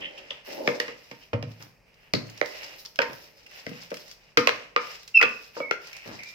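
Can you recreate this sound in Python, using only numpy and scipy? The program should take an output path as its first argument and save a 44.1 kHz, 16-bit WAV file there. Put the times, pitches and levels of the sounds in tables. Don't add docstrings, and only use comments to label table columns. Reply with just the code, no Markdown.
import sys
import numpy as np
from scipy import signal
from scipy.fft import rfft, irfft, next_fast_len
from scipy.io import wavfile

SR = 44100
rng = np.random.default_rng(int(sys.argv[2]) if len(sys.argv) > 2 else 0)


def inscribe(sig):
    pcm = np.round(np.clip(np.atleast_2d(sig).T, -1, 1) * 32767)
    wavfile.write(sys.argv[1], SR, pcm.astype(np.int16))


N = 279594
TIME = np.arange(N) / SR

# (frequency [Hz], relative density [dB per Hz])
AIR_SPECTRUM = [(22, -1), (35, -2.5), (48, 8.5), (62, -3), (80, -5), (140, 2.5), (300, -10), (480, -2.5),
                (800, -9), (1400, -15.5), (2500, -6.5), (3500, -29.5), (4900, -15), (7000, -29),
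                (10500, -33.5), (13500, -36), (16000, -31.5)]
AIR_DB = -62.5
# (frequency [Hz], t60 [s])
ROOM_DECAY = [(100, 0.58), (500, 0.53), (2500, 0.38), (6000, 0.42), (15000, 0.57)]
SQUEAL_ROOM_DB = 7
RIGHT_LEAD_S, CUTOFF_HZ = 0.00024, 16000

# (time [s], relative level [dB], favoured pitch [Hz])
COUNTER_BUMPS = [(1.338, -40.5, 114), (1.43, -46, 135), (2.136, -42.5, 132), (2.205, -53.5, 151),
                 (3.667, -53.5, 147.3), (3.714, -58, 304), (4.373, -46, 259), (5.227, -55, 230),
                 (6.072, -61, 125)]
# (frequency [Hz], relative level [dB], t60 [s])
COUNTER_RINGS = [(113.7, 3, 0.47), (121.6, -18, 0.18), (142.6, 1.5, 0.17), (165.7, -1.5, 0.55),
                 (218, -0.5, 0.23), (240.6, -1.5, 0.28), (306, -8.5, 0.064)]
# (frequency [Hz], relative level [dB], t60 [s])
POT_RINGS = [(239.8, -4, 0.21), (298, -5, 0.19), (485.2, -1, 0.17), (540, 2, 0.04), (576, -6, 0.11),
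             (918, -10.5, 0.18), (1020, -15.5, 0.4), (1067.6, -2.5, 0.11), (1208, 0.5, 0.066),
             (1244, -19.5, 0.042), (1296, -6.5, 0.085), (1362, -6.5, 0.052), (1790, -10, 0.034),
             (1960, -24.5, 0.13), (2430, -22.5, 0.14), (2690, -28.5, 0.073), (2867, -8.5, 0.055)]

# (time [s], relative level [dB])
SPOON_CLINKS = [(2.143, -43), (4.376, -37.5)]
# (frequency [Hz], relative level [dB], t60 [s])
SPOON_RINGS = [(1927, -4, .16), (2300, -8, .07), (3880, -6, .06), (4021, -2, .11), (4330, -7, .05),
               (4694, -5, .08), (4823, -7, .09), (4960, -8, .06), (5098, -16, .1), (13600, -16, .07)]
# (time [s], first pitch [Hz], last pitch [Hz], level [dB], t60 [s])
SPOON_TWANGS = [(2.992, 960, 920, -25, .15), (4.374, 325, 280, -19, .15), (4.375, 1270, 1220, -19.5, .18),
                (4.765, 1400, 1190, -18, .1), (5.228, 1240, 1160, -23, .2), (5.603, 1280, 1200, -31, .09),
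                (5.711, 1420, 1380, -19, .07)]

# (time [s], relative level [dB], pitch [Hz])
PLACED_TICKS = [(0.18, -40, 3140), (1.624, -33.5, 5070), (2.2985, -34.5, 5200), (2.376, -34, 4930),
                (2.8505, -32, 4740), (2.958, -32.5, 2680), (3.1316, -31.5, 1850), (3.4644, -38, 2180),
                (3.8327, -35, 2780), (3.905, -32.5, 2350), (3.9417, -26.5, 2435), (3.9693, -29.5, 2490),
                (4.0807, -38.5, 5240), (4.113, -32.5, 5000), (5.0308, -38, 3050), (5.077, -33, 5400),
                (5.871, -33.5, 4980), (5.93, -32, 2530)]
# (frequency [Hz], relative level [dB])
TICK_SPECTRUM = [(300, -28.5), (1200, -3.5), (2700, 2), (3700, -8.5), (5300, 6), (7500, -13),
                 (10500, -16.5), (13500, -12), (16000, -10)]
TICKS_PER_S, TICK_OVER_SQUELCH_DB, TICK_SPREAD_DB = 9.7, 10.5, 12
TICK_LOW_HZ, TICK_HIGH_HZ = 2200, 5400

# (start [s], length [s], relative level [dB])
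LUMP_SLUMPS = [(-0.02, 0.025, -37.5), (1.6, 0.033, -44.5), (2.18, .06, -48), (3.085, 0.032, -37.5),
               (3.67, 0.027, -65), (4.03, 0.042, -59), (6.055, 0.071, -36.5)]
# (frequency [Hz], relative level [dB])
SLUMP_SPECTRUM = [(50, -23), (120, -5.5), (260, -2.5), (500, -8.5), (900, -11), (2000, -14), (4000, -24)]
SLUMP_ATTACK_S, SLUMP_T60_S = 0.0067, 0.3
# (start [s], length [s], relative level [dB])
BOWL_DRAGS = [(-0.03, 0.24, -44.5), (0.47, 0.19, -33.5), (0.57, 0.16, -29), (2.55, 0.19, -50),
              (3.15, 0.6, -58.5), (5.566, .015, -39.5), (6.05, 0.026, -44.5)]
# (frequency [Hz], relative level [dB])
DRAG_SPECTRUM = [(120, -22), (250, -3), (380, 1.5), (480, -0.5), (580, 10), (700, -8), (850, -1.5),
                 (1200, -26), (1600, -41)]
DRAG_ATTACK_S, DRAG_T60_S = 0.013, 0.61

# (start [s], length [s], pitch [Hz], level [dB])
SPOON_SKIDS = [(0.009, 0.11, 2860, -39), (0.022, 0.075, 1980, -40.5), (0.177, 0.027, 2900, -40.5),
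               (0.305, 0.016, 3030, -30), (1.216, 0.046, 2800, -50), (2.142, 0.023, 4440, -26),
               (2.855, 0.013, 4800, -37.5), (3.017, 0.01, 2280, -22), (3.462, 0.013, 2570, -42.5),
               (5.2, 0.029, 1260, -24.5), (5.212, 0.009, 1950, -7), (5.602, 0.011, 634, -31),
               (5.923, 0.22, 2430, -47), (6.188, 0.2, 2240, -44)]
# (start [s], length [s], first pitch [Hz], last pitch [Hz], relative level [dB], release t60 [s])
GLASS_SQUEALS = [(5.14, 0.027, 2785, 2481, -1, 0.16), (5.595, 0.074, 2322, 2180, -28.5, .12),
                 (6.177, .16, 2110, 2390, -46, .1)]
# (multiple of the pitch, level at full strength [dB])
SQUEAL_OVERTONES = [(.5, -51), (1.5, -53), (2, -35), (5, -55)]
# (frequency [Hz], relative level [dB], t60 [s])
GLASS_RINGS = [(2510, -19, 0.67), (2600, -12, 0.36), (2670, -33.5, 0.44), (2500, -21, .35)]
SQUEAL_ATTACK_S, SQUEAL_GLIDE_S, SQUEAL_GRIP_S = 0.018, 0.0416, 0.039
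SQUEAL_FLUTTER_DB, SQUEAL_FLUTTERS_PER_S = 6, 130

# (time [s], relative strength [dB], weight behind the blow [dB],
# hardness [dB per octave], L-R [dB], rattle re first contact [dB], pot ring re blow [dB],
# low favoured pitch [Hz], high favoured pitch [Hz])
BLOWS = [(0.307, -40.5, 7, 4, 0.5, -3, 1, 593, 1900), (0.675, -16, 3, 0.86, 2, -8, -17, 452, 2160),
         (0.686, -31.5, -12, -5, -2, -2, 2, 460, 2050), (0.8, -25, 0.5, 5, -3, -4.5, -6, 510, 1910),
         (0.88, -35.5, 6.5, 1.5, -3, -2, -1, 446, 1900), (1.113, -39, 13, 1.4, -4.5, -1.5, -6, 291, 940),
         (1.331, -27.5, 8, -2, -2, 7.5, 0.5, 598, 783), (1.426, -37.5, 15.5, 1.5, -4, -6, -3, 300, 786),
         (2.136, -19.5, 23.5, 2.1, 0.5, -10, -8.5, 367, 2070),
         (2.413, -20.5, -8.5, -0.25, -8.5, -17, -10, 592, 2135), (2.86, -56, 8, 10.5, 0, -12, 1, 584, 920),
         (2.989, -18.5, -7.5, 0.5, -6.5, -10, -5.5, 518, 1533),
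         (3.017, -24.5, -4, 4, 2.5, 0, -30, 545, 2000), (3.026, -33, -21, -2.5, -5, -8, -0.5, 435, 920),
         (3.665, -32, 15, 0.8, 3.5, -5, -10, 278, 2130), (3.713, -49.5, 9, -6.5, -10, -3, -4, 487, 610),
         (3.916, -33.5, -3, -4, 2, -4, -8.5, 543, 633), (4.372, -14.5, 7, 3, 1.5, 1, -5.5, 475, 1270),
         (4.472, -16.5, -4.5, 3.5, -4.5, -6.5, -10, 505, 1103),
         (4.491, -23, -12, 3, 6, -15.5, -12.5, 470, 1070), (4.762, -20, -9, 2, 0.5, -11, -3.5, 519, 1235),
         (5.213, -23.5, -4.5, 4.5, -0.5, -1, 2, 785, 1810), (5.226, -16, -4, 1.5, -1, 3, -13.5, 479, 1410),
         (5.567, -40.5, -21, -8, -6, -1, 0.5, 517, 930),
         (5.602, -32, -12, -5.5, -2.5, -26, -6.5, 576, 1310),
         (5.71, -21.5, -3.5, 1.3, 3.5, -10, -25, 456, 1326)]
REGISTER_EDGES_HZ = [125, 280, 750, 1600, 3300, 16000]
# (relative level [dB], weight share)
REGISTERS = [(-12.5, 0.84), (-0.5, 0.089), (-3, -0.2), (1, -0.069), (-13, 0.27)]
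# (frequency [Hz], relative density [dB per Hz])
KNOCK_SPECTRUM = [(80, -3.5), (300, -5.5), (500, 4), (750, -11), (1300, -8), (2400, 6.5), (3200, -6),
                  (3850, -8.5), (5100, -2.5), (6200, -12), (7200, -21.5), (10500, -37), (13500, -23),
                  (16000, -38)]
KNOCK_DB = -16

# (start [s], length [s], relative levels of rasp on the glass [dB],
# squelch of the mixture [dB], fine wet crackle [dB])
SPOON_STROKES = [(-0.03, 0.41, -48.5, -61, -83), (0.431, .32, -47, -50.5, -66), (0.78, 0.14, -44, -59, -86),
                 (0.942, 0.29, -54.5, -59, -73.5), (1.451, 0.16, -56, -63, -77),
                 (1.581, 0.023, -47.5, -54.5, -62.5), (1.84, .25, -61.5, -75, -87),
                 (2.231, 0.2, -53, -58, -74), (2.423, 0.29, -43.5, -48, -66.5),
                 (2.75, 0.1, -57, -55.5, -64.5), (3.015, 0.28, -55, -56.5, -67.5),
                 (3.337, 0.11, -58.5, -58, -78), (3.475, 0.37, -49, -54, -70),
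                 (3.877, .24, -54.5, -54.5, -71), (4.16, 0.14, -60.5, -69, -91),
                 (4.499, 0.14, -44.5, -56.5, -92), (4.785, 0.16, -44, -47.5, -68.5),
                 (5.004, .08, -59, -56, -70), (5.257, 0.22, -57, -56, -72.5),
                 (5.521, 0.081, -47.5, -50.5, -68.5), (5.79, 0.29, -48.5, -53, -70.5),
                 (6.081, .26, -52, -52.5, -72.5)]
# (frequency [Hz], relative level [dB])
RASP_SPECTRUM = [(250, -19.5), (550, -4), (800, -4.5), (1300, -8.5), (1950, 0.5), (2300, -0.5), (2800, 2.5),
                 (3500, -12), (4500, -16.5)]
# (frequency [Hz], relative level [dB])
SQUELCH_SPECTRUM = [(2500, -29.5), (3600, -3), (4400, -1.5), (5200, 5), (6200, -6), (7500, -13),
                    (10000, -30)]
# (frequency [Hz], relative level [dB])
CRACKLE_SPECTRUM = [(5500, -3.5), (7500, -20), (10500, -1), (12000, 2.5), (13700, 4.5), (15200, 6.5),
                    (16000, -10.5)]
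STROKE_ATTACK_S, STROKE_T60_S = 0.039, 0.33
STROKE_WOBBLE_DB, STROKE_WOBBLES_PER_S = -1.5, 16


def from_db(db):
    return 10 ** (np.asarray(db) / 20)


def rms_one(x):
    return x / np.sqrt(np.mean(x ** 2) + 1e-20)


def at_hz(points, hz):
    f, value = np.transpose(points)
    return np.interp(np.log(np.maximum(hz, 1)), np.log(f), value)


def band(x, low_hz, high_hz):
    edges_hz = [low_hz, min(high_hz, .45 * SR)]
    return signal.sosfilt(signal.butter(3, edges_hz, "band", fs=SR, output="sos"), x)


def coloured(x, spectrum):
    size = next_fast_len(x.shape[-1])
    hz = np.fft.rfftfreq(size, 1 / SR) + 1
    skirts = np.minimum(1, np.minimum(hz / spectrum[0][0], spectrum[-1][0] / hz)) ** 3
    shaped = irfft(rfft(x, size) * from_db(at_hz(spectrum, hz)) * skirts, size)
    return rms_one(shaped[..., :x.shape[-1]])


def drift(knots_per_s):
    knots = rng.standard_normal(int(N / SR * knots_per_s) + 2)
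    return rms_one(np.interp(TIME * knots_per_s, np.arange(len(knots)), knots))


def noise(size, alike):
    alike = np.clip(alike, 0, 1)
    shared, *separate = rng.standard_normal((3, size))
    return np.sqrt(alike) * shared + np.sqrt(1 - alike) * np.array(separate)


def dying(t, t60_s):
    return from_db(-60 * t / t60_s)


def add(out, start_s, sound):
    i = max(0, int(start_s * SR))
    out[..., i:i + sound.shape[-1]] += sound[..., :N - i]


def swell(start, length, attack_s, t60_s):
    t = TIME - start
    attack = np.sin(np.pi / 2 * np.clip(t / attack_s, 0, 1)) ** 2
    return attack * dying(np.maximum(t - length, 0), t60_s)


def pushes(rows, attack_s, t60_s):
    power = 0
    for start, length, *db in rows:
        power = power + (from_db(db)[:, None] * swell(start, length, attack_s, t60_s)) ** 2
    return np.sqrt(power)


def friction(spectrum, per_s, size_db, clump_db, smooth):
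    slips = rng.random(N) < per_s * from_db(clump_db * drift(45)) / SR
    sizes = from_db(np.abs(size_db) * np.minimum(rng.exponential(1, N), 4))
    grains = rms_one(slips * sizes * noise(N, 0.11))
    return coloured(grains + smooth * noise(N, 0.52), spectrum)


def struck(blows, modes, scatter_db, phase_spread):
    out, t = np.zeros((2, N)), TIME[:SR]
    hz, mode_db, t60_s = np.transpose(modes)
    onset = np.tanh(hz[:, None] * t)
    rings = np.exp(2j * np.pi * hz[:, None] * t) * dying(t, t60_s[:, None]) * onset
    for s, db in blows:
        strength = from_db(db + mode_db + scatter_db * rng.standard_normal(len(hz)))
        phase = np.exp(1j * phase_spread * rng.standard_normal((2, len(hz))))
        add(out, s, ((strength * phase) @ rings).imag)
    return out


def nearness(modes, favoured_hz, octaves):
    return np.exp(-(np.log2(np.array(modes)[:, 0] / favoured_hz) / octaves) ** 2)


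def resonant(x, pitches_hz, q, boost_db):
    peaks = sum(signal.lfilter(*signal.iirpeak(hz, q, fs=SR), x) for hz in pitches_hz)
    return x + from_db(boost_db) * peaks


def knock_centres():
    return np.sqrt(np.multiply(REGISTER_EDGES_HZ[:-1], REGISTER_EDGES_HZ[1:]))


def knock_levels(strength_db, weight_db, hardness_db):
    plain_db, weight_share = np.transpose(REGISTERS)
    octaves = np.log2(knock_centres() / np.median(knock_centres()))
    return strength_db + plain_db + weight_share * weight_db + hardness_db * octaves


def still_air():
    return from_db(AIR_DB) * coloured(noise(N, 0.68), AIR_SPECTRUM)


def kitchen(x, early_db=-11, early_t60_s=0.1, late_db=-10, gap_s=.009):
    t, edges_hz = TIME[:SR], np.geomspace(60, 18000, 10)
    response = 0
    for low, high in zip(edges_hz, edges_hz[1:]):
        hz = np.sqrt(low * high)
        early = from_db(early_db) * rms_one(dying(t, early_t60_s))
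        late = from_db(late_db) * rms_one(dying(t, at_hz(ROOM_DECAY, hz)))
        shape = np.hypot(early, late) / np.sqrt(len(t))
        alike = 1 / (1 + (hz / 600) ** 2)
        response = response + band(noise(len(t), alike) * shape, low, high)
    out = np.zeros((2, N))
    add(out, gap_s, signal.fftconvolve(x, response, axes=1)[:, :N])
    return out


def microphones(x, shared_below_hz=260):
    x = np.array([np.interp(TIME - RIGHT_LEAD_S, TIME, x[0]), x[1]])
    high_pass = signal.butter(1, shared_below_hz, "high", fs=SR, output="sos")
    side = signal.sosfilt(high_pass, (x[0] - x[1]) / 2)
    return x.mean(axis=0) + np.array([side, -side])


def counter(favour_db=18):
    blows = []
    for s, db, favoured_hz in COUNTER_BUMPS:
        blows.append((s, db + favour_db * nearness(COUNTER_RINGS, favoured_hz, octaves=0.31)))
    return struck(blows, COUNTER_RINGS, scatter_db=-1.0, phase_spread=0.046)


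def pot(favour_db=10):
    hz, blows = np.array(POT_RINGS)[:, 0], []
    for s, strength_db, weight_db, hardness_db, _, _, ring_db, low_hz, high_hz in BLOWS:
        register_db = knock_levels(strength_db, weight_db, hardness_db)
        colour_db = at_hz(list(zip(knock_centres(), register_db)), hz)
        favoured = nearness(POT_RINGS, low_hz, octaves=0.092) + nearness(POT_RINGS, high_hz, octaves=0.14)
        blows.append((s, colour_db + ring_db + favour_db * favoured))
    return struck(blows, POT_RINGS, scatter_db=1.0, phase_spread=0.52)


def slumps():
    gain = pushes(LUMP_SLUMPS, SLUMP_ATTACK_S, SLUMP_T60_S) * from_db(-6.5)
    return gain * friction(SLUMP_SPECTRUM, per_s=240, size_db=-0.5, clump_db=-2, smooth=0.98)


def bowl_drags():
    gain = pushes(BOWL_DRAGS, DRAG_ATTACK_S, DRAG_T60_S) * from_db(-7)
    return gain * friction(DRAG_SPECTRUM, per_s=3900, size_db=0.5, clump_db=1.5, smooth=1.0)


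def clinks():
    return struck(SPOON_CLINKS, SPOON_RINGS, scatter_db=-4.0, phase_spread=1.0)


def twangs(ease_s=0.016):
    out, t = np.zeros(N), TIME[:SR // 3]
    for s, first_hz, last_hz, db, t60_s in SPOON_TWANGS:
        hz = last_hz + (first_hz - last_hz) * np.exp(-t / ease_s)
        tone = np.sin(2 * np.pi * np.cumsum(hz) / SR)
        add(out, s, from_db(db) * tone * dying(t, t60_s) * np.tanh(hz * t))
    return out


def knocks(rattle_alike=0.36, contact_alike=0.59, contact_s=0.0022, contact_cycles=1.0,
           rattle_t60_s=0.037, rattle_cycles=22):
    out, t = np.zeros((2, N)), TIME[:SR // 4]
    for s, strength_db, weight_db, hardness_db, pan_db, rattle_db, _, low_pitch_hz, high_pitch_hz in BLOWS:
        register_db = knock_levels(strength_db, weight_db, hardness_db)
        crack = coloured(noise(len(t), contact_alike), KNOCK_SPECTRUM)
        rattle = coloured(noise(len(t), rattle_alike), KNOCK_SPECTRUM)
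        blow = 0
        for db, hz, low, high in zip(register_db, knock_centres(), REGISTER_EDGES_HZ, REGISTER_EDGES_HZ[1:]):
            u = t / (contact_s + contact_cycles / hz)
            first = rms_one(band(crack * np.sqrt(u) * np.exp(-2 * u * u), low, high))
            rattle_shape = np.tanh(u) * dying(t, rattle_t60_s + rattle_cycles / hz)
            rest = rms_one(band(rattle * rattle_shape, low, high))
            mix = first + from_db(rattle_db) * rest
            note = resonant(mix, (low_pitch_hz, high_pitch_hz), q=7.3, boost_db=8.5)
            blow = blow + from_db(db) * np.array([rms_one(ear) for ear in note])
        add(out, s, blow * from_db(KNOCK_DB + np.array([[pan_db], [-pan_db]]) / 2))
    return out


def skids(width=0.12, rough_db=4):
    out = np.zeros((2, N))
    for s, length, hz, db in SPOON_SKIDS:
        t = TIME[:int(length * SR)]
        rub = rms_one(band(noise(SR // 2, 0.46), hz * (1 - width), hz * (1 + width)))[:, :len(t)]
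        gain = from_db(db + rough_db * drift(248.6)[:len(t)])
        add(out, s, gain * rub * (1 - t / length))
    return out


def squeals(jitter=0.0055, full_db=-7, pan_db=-2):
    tone = np.zeros(N)
    for start, length, first_hz, last_hz, db, t60_s in GLASS_SQUEALS:
        since = np.maximum(TIME - start, 0)
        hz = last_hz + (first_hz - last_hz) * np.exp(-since / SQUEAL_GLIDE_S)
        slipping = np.tanh(since / SQUEAL_GRIP_S) ** 2
        flutter_db = SQUEAL_FLUTTER_DB * slipping * drift(SQUEAL_FLUTTERS_PER_S)
        strength = from_db(db + flutter_db) * swell(start, length, SQUEAL_ATTACK_S, t60_s)
        phase = 2 * np.pi * np.cumsum(hz * (1 + jitter * drift(300))) / SR
        overtones = sum(from_db(d) * np.sin(k * phase) for k, d in SQUEAL_OVERTONES)
        tone += from_db(-8.0) * strength * (np.sin(phase) + strength / from_db(full_db) * overtones)
    t, glass = TIME[:SR], 0
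    for hz, db, t60_s in GLASS_RINGS:
        glass = glass + from_db(db) * np.sin(2 * np.pi * hz * t) * dying(t, t60_s)
    singing = from_db(-51) * signal.fftconvolve(tone, glass)[:N]
    return (tone + singing) * from_db(np.array([[pan_db], [-pan_db]]) / 2)


def stray_ticks():
    rows = []
    for start, length, _, squelch_db, _ in SPOON_STROKES:
        for when, size, pitch in rng.random((int(round(TICKS_PER_S * length)), 3)):
            s = min(start + when * length, TIME[-1])
            db = squelch_db + TICK_OVER_SQUELCH_DB + TICK_SPREAD_DB * (2 * size - 1)
            rows.append((s, db, TICK_LOW_HZ * (TICK_HIGH_HZ / TICK_LOW_HZ) ** pitch))
    return rows


def ticks(t60_s=0.035, level_db=-7, pop_db=-3, pop_width=0.34):
    out, t = np.zeros((2, N)), TIME[:SR // 20]
    for s, db, hz in PLACED_TICKS + stray_ticks():
        snap = coloured(noise(len(t), 0.29), TICK_SPECTRUM)
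        pop = rms_one(band(noise(len(t), 0.17), hz / (1 + pop_width), hz * (1 + pop_width)))
        add(out, s, from_db(db + level_db) * (snap + from_db(pop_db) * pop) * dying(t, t60_s))
    return out


def scraping():
    pressure = from_db(STROKE_WOBBLE_DB * drift(STROKE_WOBBLES_PER_S))
    rasping, squeezing, crackling = pressure * pushes(SPOON_STROKES, STROKE_ATTACK_S, STROKE_T60_S)
    rasp = friction(RASP_SPECTRUM, per_s=3100, size_db=5, clump_db=2.5, smooth=0.99)
    squelch = friction(SQUELCH_SPECTRUM, per_s=2300, size_db=1.5, clump_db=6.5, smooth=0.42)
    crackle = friction(CRACKLE_SPECTRUM, per_s=760, size_db=2.5, clump_db=7.5, smooth=0.87)
    return rasping * from_db(-2.5) * rasp + squeezing * squelch + crackling * from_db(7) * crackle


def scene():
    bodies = counter() + pot() + slumps() + bowl_drags()
    spoon = clinks() + twangs() + knocks() + skids() + ticks() + scraping()
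    near = bodies + spoon
    squeal = squeals()
    room = kitchen(near + from_db(SQUEAL_ROOM_DB) * squeal)
    return microphones(near) + squeal + room + still_air()


def record(dry):
    low_pass = signal.ellip(10, .2, 80, CUTOFF_HZ, fs=SR, output="sos")
    return signal.sosfilt(low_pass, np.clip(dry, -1, 1))


dry = scene()
out = record(dry)
inscribe(out)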